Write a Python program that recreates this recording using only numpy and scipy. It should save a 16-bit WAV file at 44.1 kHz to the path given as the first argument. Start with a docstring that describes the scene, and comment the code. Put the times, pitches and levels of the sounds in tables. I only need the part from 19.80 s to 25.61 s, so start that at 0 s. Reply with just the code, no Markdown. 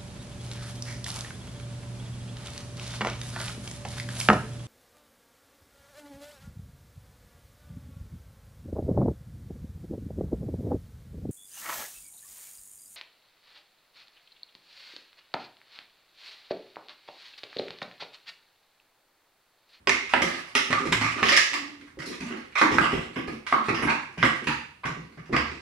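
"""A puppy and a plastic bottle

A puppy bites and shoves an empty plastic bottle across the laminate floor of a bare, echoing kitchen.
Each knock or bite sets off a short run of snaps as the thin wall buckles; some leave a note ringing.
Paws and bottle thump the floorboards, and claws tick lightly on them.
The echo grows as the game moves off towards the cupboards and shrinks when it comes closer."""
import sys
import numpy as np
from scipy import signal
from scipy.fft import rfft, irfft, next_fast_len
from scipy.io import wavfile

SR = 44100
rng = np.random.default_rng(int(sys.argv[2]) if len(sys.argv) > 2 else 0)


def put_to_file(sound):
    """Save the sound as 16-bit audio at rate SR, in the file named by the first command-line argument."""
    columns = np.atleast_2d(sound).T  # one column per channel
    safe = np.clip(columns, -1, 1)
    whole_steps = np.round(safe * 32767)
    wavfile.write(sys.argv[1], SR, whole_steps.astype(np.int16))


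N = 256212
TIME = np.arange(N) / SR

# tone of the room's faint background noise: (frequency [Hz], relative level [dB])
HUSH_TONE = [(30, -28), (70, -3.5), (200, -10), (400, -13.5), (800, -20.5), (2100, -21.5), (4000, -32),
             (8000, -26), (15000, -29)]
# paws and bottle landing hard on the floor: (time [s], board level [dB], deep thud level [dB])
THUMPS = [(.071, -18.5, -34), (.335, -22, -35), (.419, -20, -27.5), (.753, -23.5, -57), (.903, -24.5, -26),
          (1.072, -26.5, -25.5), (1.121, -27, -24), (1.212, -23, -27.5), (1.425, -18.5, -31),
          (2.172, -32, -34.5), (2.404, -40.5, -33), (2.503, -26, -49), (2.813, -20, -38),
          (2.911, -16.5, -23.5), (2.986, -19, -20.5), (3.129, -18.5, -20.5), (3.364, -21.5, -30.5),
          (3.48, -25, -32.5), (3.725, -18.5, -50), (3.885, -18, -25.5), (4.022, -15, -23),
          (4.375, -51, -27), (4.428, -16.5, -20.5), (4.672, -24, -25), (5.052, -31.5, -25.5),
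          (5.167, -36, -32.5), (5.374, -46, -35.5), (5.495, -27, -30.5), (5.527, -17.5, -22)]
# how busily the puppy worries the bottle between knocks: (time [s], strength [dB])
FUSS = [(.06, -90), (.27, -29), (.7, -39.5), (1.05, -26), (1.62, -32.5), (1.95, -49.5), (2.09, -49.5),
        (2.16, -31), (2.53, -35), (2.65, -51.5), (3.15, -34.5), (3.3, -43.5), (3.62, -39), (3.92, -28.5),
        (4.3, -48.5), (4.62, -34.5), (4.85, -67), (5.68, -37)]
# A mode is a note that an object rings at when struck.
# hollow notes of the boards: (base pitch [Hz], width [Hz], relative level [dB])
BOARD_MODES = [(239.6, 29, 2), (320, 17.3, 0.5), (359.3, 32.6, 0), (527, 36, -6.5)]
# deep thud of the floor: (pitch [Hz], width [Hz], relative level [dB])
THUD_MODES = [(75, 18, -4), (115, 19.5, -7), (160, 31, 2)]
# the boards sound lower towards the cupboards: (time [s], pitch [ratio])
BOARD_PITCH = [(0, 1.054), (2.9, 1), (4.1, 0.967), (5.5, 0.97)]

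# knocks and bites; sharpness below 0 is a blunt bump, above 0 a crease snapping:
# (time [s], strength [dB], sharpness [dB], buckling time [s])
KNOCKS = [(.073, -13.5, 4.5, 0.0019), (0.0941, -12, 9.5, .0004), (.337, -9.5, -10, .0004),
          (.419, -16, 8.5, 0.0049), (.465, -27, 5.5, 0.064), (0.752, -12, 9.5, 0.0084),
          (.906, -22.5, 2.5, 0.0051), (.928, -14, -2.5, .002), (1.124, -12.5, 6.5, .0034),
          (1.212, -17.5, 3, .006), (1.232, -19, 2, 0.021), (1.38, -30, -23, 0.0099),
          (1.429, -12.5, 0, 0.0031), (1.456, -20, 9.5, 0.021), (1.486, -9, 6, 0.0062),
          (1.52, -11, 5.5, .01), (1.566, -15.5, 19.5, 0.0034), (1.574, -9, 8, 0.0033),
          (1.733, -19, 7, 0.0062), (2.258, -41, 24, 0.016), (2.404, -33, 10, 0.02),
          (2.505, -31.5, -6, 0.02), (2.754, -16.5, -5, 0.011), (2.778, -19.5, 5, 0.0084),
          (2.814, -8, -9.5, 0.0023), (2.915, -21.5, 6, .013), (2.984, -10.5, -20, .0004),
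          (3.011, -17.5, -1, 0.016), (3.109, -25.5, 2.5, 0.035), (3.359, -26, -2.5, 0.0098),
          (3.475, -30.5, -2, 0.0049), (3.666, -26, 2.5, 0.0093), (3.725, -15, -16.5, 0.00069),
          (3.885, -18.5, -9, 0.007), (3.945, -23, 4, 0.012), (4.024, -20.5, -3, 0.0075),
          (4.07, -18, -12, 0.017), (4.096, -18, -2, 0.0073), (4.376, -25.5, 0.5, 0.1),
          (4.428, -10, -4, 0.0065), (4.448, -16.5, -1, 0.0074), (4.67, -17, 0.5, 0.014),
          (5.035, -29, -23.5, 0.017), (5.054, -25.5, 4.5, 0.011), (5.373, -41.5, -3, 0.015),
          (5.527, -18, -8, 0.016), (5.565, -15, 1.5, 0.0025)]
# the bottle's soft panels: (pitch [Hz], width [Hz], relative level [dB])
PANEL_MODES = [(525, 203, -8.5), (783, 374, -6.5), (943, 96, -3.5), (1151, 93, 1), (1287, 284, -4),
               (1595, 121, 1), (1630, 1110, -16)]
# its stiff ribbed wall: (pitch [Hz], width [Hz], relative level [dB])
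WALL_MODES = [(1780, 152, -3), (2014, 209, 2), (2340, 300, -3), (2758, 350, -3.5), (2762, 430, -13.5)]
# its sharp creases: (pitch [Hz], width [Hz], relative level [dB])
CREASE_MODES = [(3460, 860, 0.5), (4674, 400, 5), (5450, 930, 6), (7350, 990, 1)]
# the fine, high fizz of a snap: (pitch [Hz], width [Hz], relative level [dB])
FIZZ_MODES = [(7900, 5100, -24.5), (9730, 4600, 7), (12500, 970, -8.5)]
# how the fizz comes and goes: (time [s], gain [dB])
FIZZ_GAIN = [(0, -32.5), (.6, -22.5), (1.6, -28.5), (2.3, -26.5), (2.9, -28), (3.6, -23), (4.05, -30),
             (4.7, -22.5), (5.6, -36)]
# notes left ringing in the bottle or floor: (time [s], pitch [Hz], level [dB], time to fade 60 dB [s])
RINGING_NOTES = [(.094, 2144, -15, 0.55), (.338, 1984, -17.5, 0.26), (.927, 1194, -17.5, 0.29),
                 (1.12, 110, -24, 0.44), (1.52, 560, -23, 0.086), (1.734, 288, -28, 1),
                 (2.408, 238, -24.5, 0.38), (2.814, 1130, -21, 0.44), (2.813, 314, -13.5, 0.24),
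                 (3.01, 1158, -20.5, 0.41), (3.726, 1147, -15.5, 0.15), (4.024, 10000, -32.5, 0.1),
                 (4.43, 1200, -29, .22), (4.429, 523, -21, 0.11), (5.53, 490, -27, .3),
                 (5.55, 74.5, -28.5, 1)]
# a claw ticking on laminate: (pitch [Hz], width [Hz], relative level [dB])
CLAW_MODES = [(1250, 500, -2.5), (2200, 390, 8), (5000, 7600, -14.5)]

# how long the kitchen echoes: (frequency [Hz], time to fade 60 dB [s])
ECHO_FADE = [(70, 0.4), (160, 0.44), (290, 0.39), (600, 0.49), (1200, 0.45), (2200, 0.52), (5500, 0.54),
             (12000, 0.36)]
# more echo means farther away: (time [s], base level of echo over direct sound [dB])
ECHO_AMOUNT = [(0, 2.5), (.4, 4), (.8, 0), (1.5, 3), (2.8, 4.5), (3.7, 4.5), (4.5, 0), (5.8, 4.5)]
# how alike the room sounds left and right: (frequency [Hz], correlation [-1 to 1])
LIKENESS = [(60, 0.98), (140, 1), (280, 0.8), (500, -0.32), (1100, 0.23), (2500, -0.14), (10000, 0.29)]
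# tone of the left microphone: (frequency [Hz], gain [dB])
LEFT_MIC = [(150, -1), (500, -4), (1100, 1.1), (2200, -6.5), (4200, 0), (6400, -10), (9500, -2.5),
            (12000, -13), (15000, -9.5)]
# tone of the right microphone: (frequency [Hz], gain [dB])
RIGHT_MIC = [(150, -1), (500, -1), (1100, 4), (2200, 0.26), (4200, 2.76), (6400, -10), (7400, -13.5),
             (8400, -23), (15000, -19)]

DIRECTIONS = 5   # each sound heads for the walls along this many paths


def from_db(db):
    """Turns decibels into a number to multiply by."""
    return 10 ** (np.asarray(db) / 20)


def unit_energy(x):
    """Scales a sound so that its energy is 1."""
    return x / np.sqrt(np.sum(x ** 2) + 1e-20)


def at_time(points, s):
    """Reads a table at time s, sliding between its rows."""
    return np.interp(s, *np.transpose(points))


def at_hz(points, hz):
    """Reads a table at a frequency, with octaves evenly spaced."""
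    return np.interp(np.log(hz + 1), np.log(np.array(points)[:, 0]), np.array(points)[:, 1])


def add(track, s, sound, aim_db=0):
    """Lays a sound in at time s: row 0 heads straight for the microphones, the others for the walls."""
    start = max(round(s * SR), 0)
    paths = np.vstack([from_db(aim_db) * sound.sum(axis=0), sound])
    track[:, start:start + paths.shape[1]] += paths[:, :max(N - start, 0)]


def surrounding_noise(size):
    """Spectrum and frequencies of noise from all sides: left and right are alike only in the bass."""
    hz = np.fft.rfftfreq(size, 1 / SR)
    alike = np.clip(at_hz(LIKENESS, hz), -1, 1)
    mid, side = rfft(rng.standard_normal((2, size)))
    return np.sqrt(1 + alike) * mid + np.sqrt(1 - alike) * side * [[1], [-1]], hz


def room_hush(level_db):
    """Faint, steady noise fills the room."""
    spectrum, hz = surrounding_noise(N)
    noise = irfft(spectrum * from_db(at_hz(HUSH_TONE, hz)), N)
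    return from_db(level_db) * np.sqrt(2 * N) * unit_energy(noise)


def fussing(count):
    """The puppy makes small contacts at uneven moments: rows of (time [s], strength [dB])."""
    times = (np.arange(count) + rng.random(count)) / count * N / SR
    return np.transpose([times, at_time(FUSS, times)])


def snaps(fade_s, per_s, uneven_db, size, first_db=0):
    """A first snap, then a dying run of uneven ones; one row for each direction."""
    t = np.arange(size) / SR
    happens = rng.random((DIRECTIONS, size)) < per_s / DIRECTIONS / SR
    strength = from_db(uneven_db * np.clip(rng.standard_normal((DIRECTIONS, size)), -2, 1.6))
    run = happens * rng.choice([-1, 1], size) * strength
    run[rng.integers(DIRECTIONS), 0] = from_db(1.18 * uneven_db + first_db)
    return run * np.exp(-t / (2 * max(fade_s, 5e-4)))


def ring(drive, modes, level_db, detune):
    """A blow makes an object's modes ring; their balance varies by chance, and detune varies pitch."""
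    out = 0
    chances = rng.standard_normal((len(modes), 2))
    for k, ((hz, width, db), (pitch_chance, level_chance)) in enumerate(zip(modes, chances)):
        decay = np.exp(-np.pi * width / SR)
        angle = 2 * np.pi * hz * np.exp(detune * pitch_chance) / SR
        feedback = [1, -2 * decay * np.cos(angle), decay ** 2]
        note = signal.lfilter([1 - decay ** 2, 0, decay ** 2 - 1], feedback, drive + 1e-18)
        out = out + (-1) ** k * from_db(db + 2.51 * level_chance) * note
    return from_db(level_db) * unit_energy(out) * np.sqrt(SR / 100)   # level as if spread over 10 ms


def floor_thumps():
    """Blows and light steps on a floating floor: a hollow board note over a deep thud."""
    out = np.zeros((1 + DIRECTIONS, N))
    light_steps = [(s, db + 3.5, db - 14.5) for s, db in fussing(count=28)]
    for s, board_db, thud_db in THUMPS + light_steps:
        run = snaps(fade_s=0.015, per_s=400, uneven_db=4, size=6144)
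        board_modes = np.array(BOARD_MODES) * [at_time(BOARD_PITCH, s), 1, 1]
        add(out, s, ring(run, board_modes, board_db, detune=0.019))
        add(out, s, ring(run, THUD_MODES, thud_db, detune=0.076))
    return signal.sosfilt(signal.butter(2, 800, fs=SR, output="sos"), out + 1e-18)


def buckle(s, strength_db, sharp_db, fade_s, size, aim_db=0):
    """One run of snaps shakes panels, wall and creases; a sharper blow favours the creases and fizz."""
    run = snaps(fade_s, per_s=800, uneven_db=6, size=size, first_db=aim_db - 0.5)
    jaws_db = -7 if 1.47 < s < 1.65 else 0   # clamped in the jaws, the soft panels are muffled
    panel_db = strength_db - 5.5 - 0.33 * sharp_db + jaws_db
    wall_db = strength_db - 2 + 0.076 * sharp_db
    crease_db = strength_db - 11.5 + 0.82 * sharp_db
    fizz_db = 0.78 * strength_db + at_time(FIZZ_GAIN, s) + 0.95 * sharp_db   # light scrapes keep more
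    return (ring(run, PANEL_MODES, panel_db, detune=0.041)
            + ring(run, WALL_MODES, wall_db, detune=0.038)
            + ring(run, CREASE_MODES, crease_db, detune=0.046)
            + ring(run, FIZZ_MODES, fizz_db, detune=0.022))


def bottle_crunches(square_hit_s):
    """The thin wall buckles under every knock or bite and crinkles faintly in between."""
    out = np.zeros((1 + DIRECTIONS, N))
    for s, strength_db, sharp_db, fade_s in KNOCKS:
        # A blow briefer than square_hit_s lands squarely: its first snap stands out,
        # and more of it goes to the microphones and less to the walls.
        aim_db = 5.5 * np.log10(square_hit_s / max(fade_s, 5e-4))
        crunch = buckle(s, strength_db - 0.65 * aim_db, sharp_db, fade_s, size=6144, aim_db=aim_db)
        add(out, s, crunch, aim_db)
    for s, strength_db in fussing(count=58):
        add(out, s, buckle(s, strength_db, sharp_db=6.5, fade_s=0.019, size=2048))
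    return out


def ringing_notes(width_share, size):
    """After some blows one note rings on, wavering as the bottle rocks and turns."""
    out = np.zeros((1 + DIRECTIONS, N))
    t = np.arange(size) / SR
    for s, hz, db, fade_s in RINGING_NOTES:
        rocking = rng.standard_normal((DIRECTIONS, size)) * from_db(-60 * t / fade_s)
        add(out, s, ring(rocking, [(hz, width_share * hz, 0)], db, detune=0))
    return out


def claw_ticks(count):
    """Claws tick lightly on the laminate while the puppy runs about."""
    out = np.zeros((1 + DIRECTIONS, N))
    for s, level_db in rng.uniform([0.5, -53], [4.3, -44], (count, 2)):
        run = snaps(fade_s=0.0018, per_s=730, uneven_db=-3, size=2048)
        add(out, s, ring(run, CLAW_MODES, level_db, detune=0.043))
    return out


def wall_echo(build_s, early_db, early_s):
    """The room's answer to a click: a few early echoes thicken into a tail that fades band by band."""
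    spectrum, hz = surrounding_noise(SR)
    t = TIME[:SR]
    bands_hz = np.geomspace(60, 15000, 14)
    band_position = np.interp(np.log(hz + 1), np.log(bands_hz), np.arange(len(bands_hz)))
    tail = 0
    for k, centre_hz in enumerate(bands_hz):
        band = irfft(spectrum * np.maximum(1 - abs(band_position - k), 0), SR)
        tail = tail + band * from_db(-60 * t / at_hz(ECHO_FADE, centre_hz))
    tail = unit_energy(tail * (1 - np.exp(-t / build_s)))
    arrives = (rng.random((2, SR)) < 400 / SR) & (t > 0.001)   # about 400 echoes a second
    early = arrives * rng.standard_normal((2, SR)) * np.exp(-t / early_s)
    early = signal.sosfilt(signal.butter(1, 500, "high", fs=SR, output="sos"), early)
    return np.sqrt(2) * unit_energy(tail + from_db(early_db) * unit_energy(early))


def kitchen(paths, walls, extra_echo_db):
    """Each direction meets different walls; the farther off the game, the more echo is heard."""
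    echo_gain = from_db(at_time(ECHO_AMOUNT, TIME) + extra_echo_db)
    paths = paths / np.sqrt(1 + echo_gain ** 2)   # the direct sound drops as the echo grows
    size = next_fast_len(N + SR)
    to_walls = rfft(paths[1:] * echo_gain, size)[:, None]
    echo = irfft((to_walls * rfft(walls, size)).sum(axis=0), size)[:, :N]
    right = paths[0]
    left = np.interp(TIME - 4e-5, TIME, right)   # the left microphone hears it a moment later
    return np.array([left, right]) + echo


def microphone(x, tone):
    """A microphone picks up some frequencies more strongly than others."""
    size = next_fast_len(N + 2048)
    gain = from_db(at_hz(tone, np.fft.rfftfreq(size, 1 / SR)))
    return irfft(rfft(x, size) * gain, size)[:N]


def scene():
    """Floor, bottle and claws all sound in the same kitchen."""
    walls = np.array([wall_echo(build_s=0.0041, early_db=-4.5, early_s=0.0056)
                      for _ in range(DIRECTIONS)])
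    clatter = bottle_crunches(square_hit_s=0.0033)
    clatter += ringing_notes(width_share=0.059, size=24000)
    clatter += claw_ticks(count=36)
    return (kitchen(floor_thumps(), walls, extra_echo_db=0)
            + kitchen(clatter, walls, extra_echo_db=1.8)
            + room_hush(level_db=-59))


def record(dry):
    """Two microphones colour the sound; the tallest peaks are rounded and the highest treble is cut."""
    heard = np.array([microphone(dry[0], LEFT_MIC), microphone(dry[1], RIGHT_MIC)])
    rounded = 1.6 * np.tanh(heard / 1.6)
    treble_cut = signal.ellip(10, 0.1, 80, 15600, fs=SR, output="sos")
    return signal.sosfilt(treble_cut, rounded)


dry = scene()
out = record(dry)
put_to_file(out)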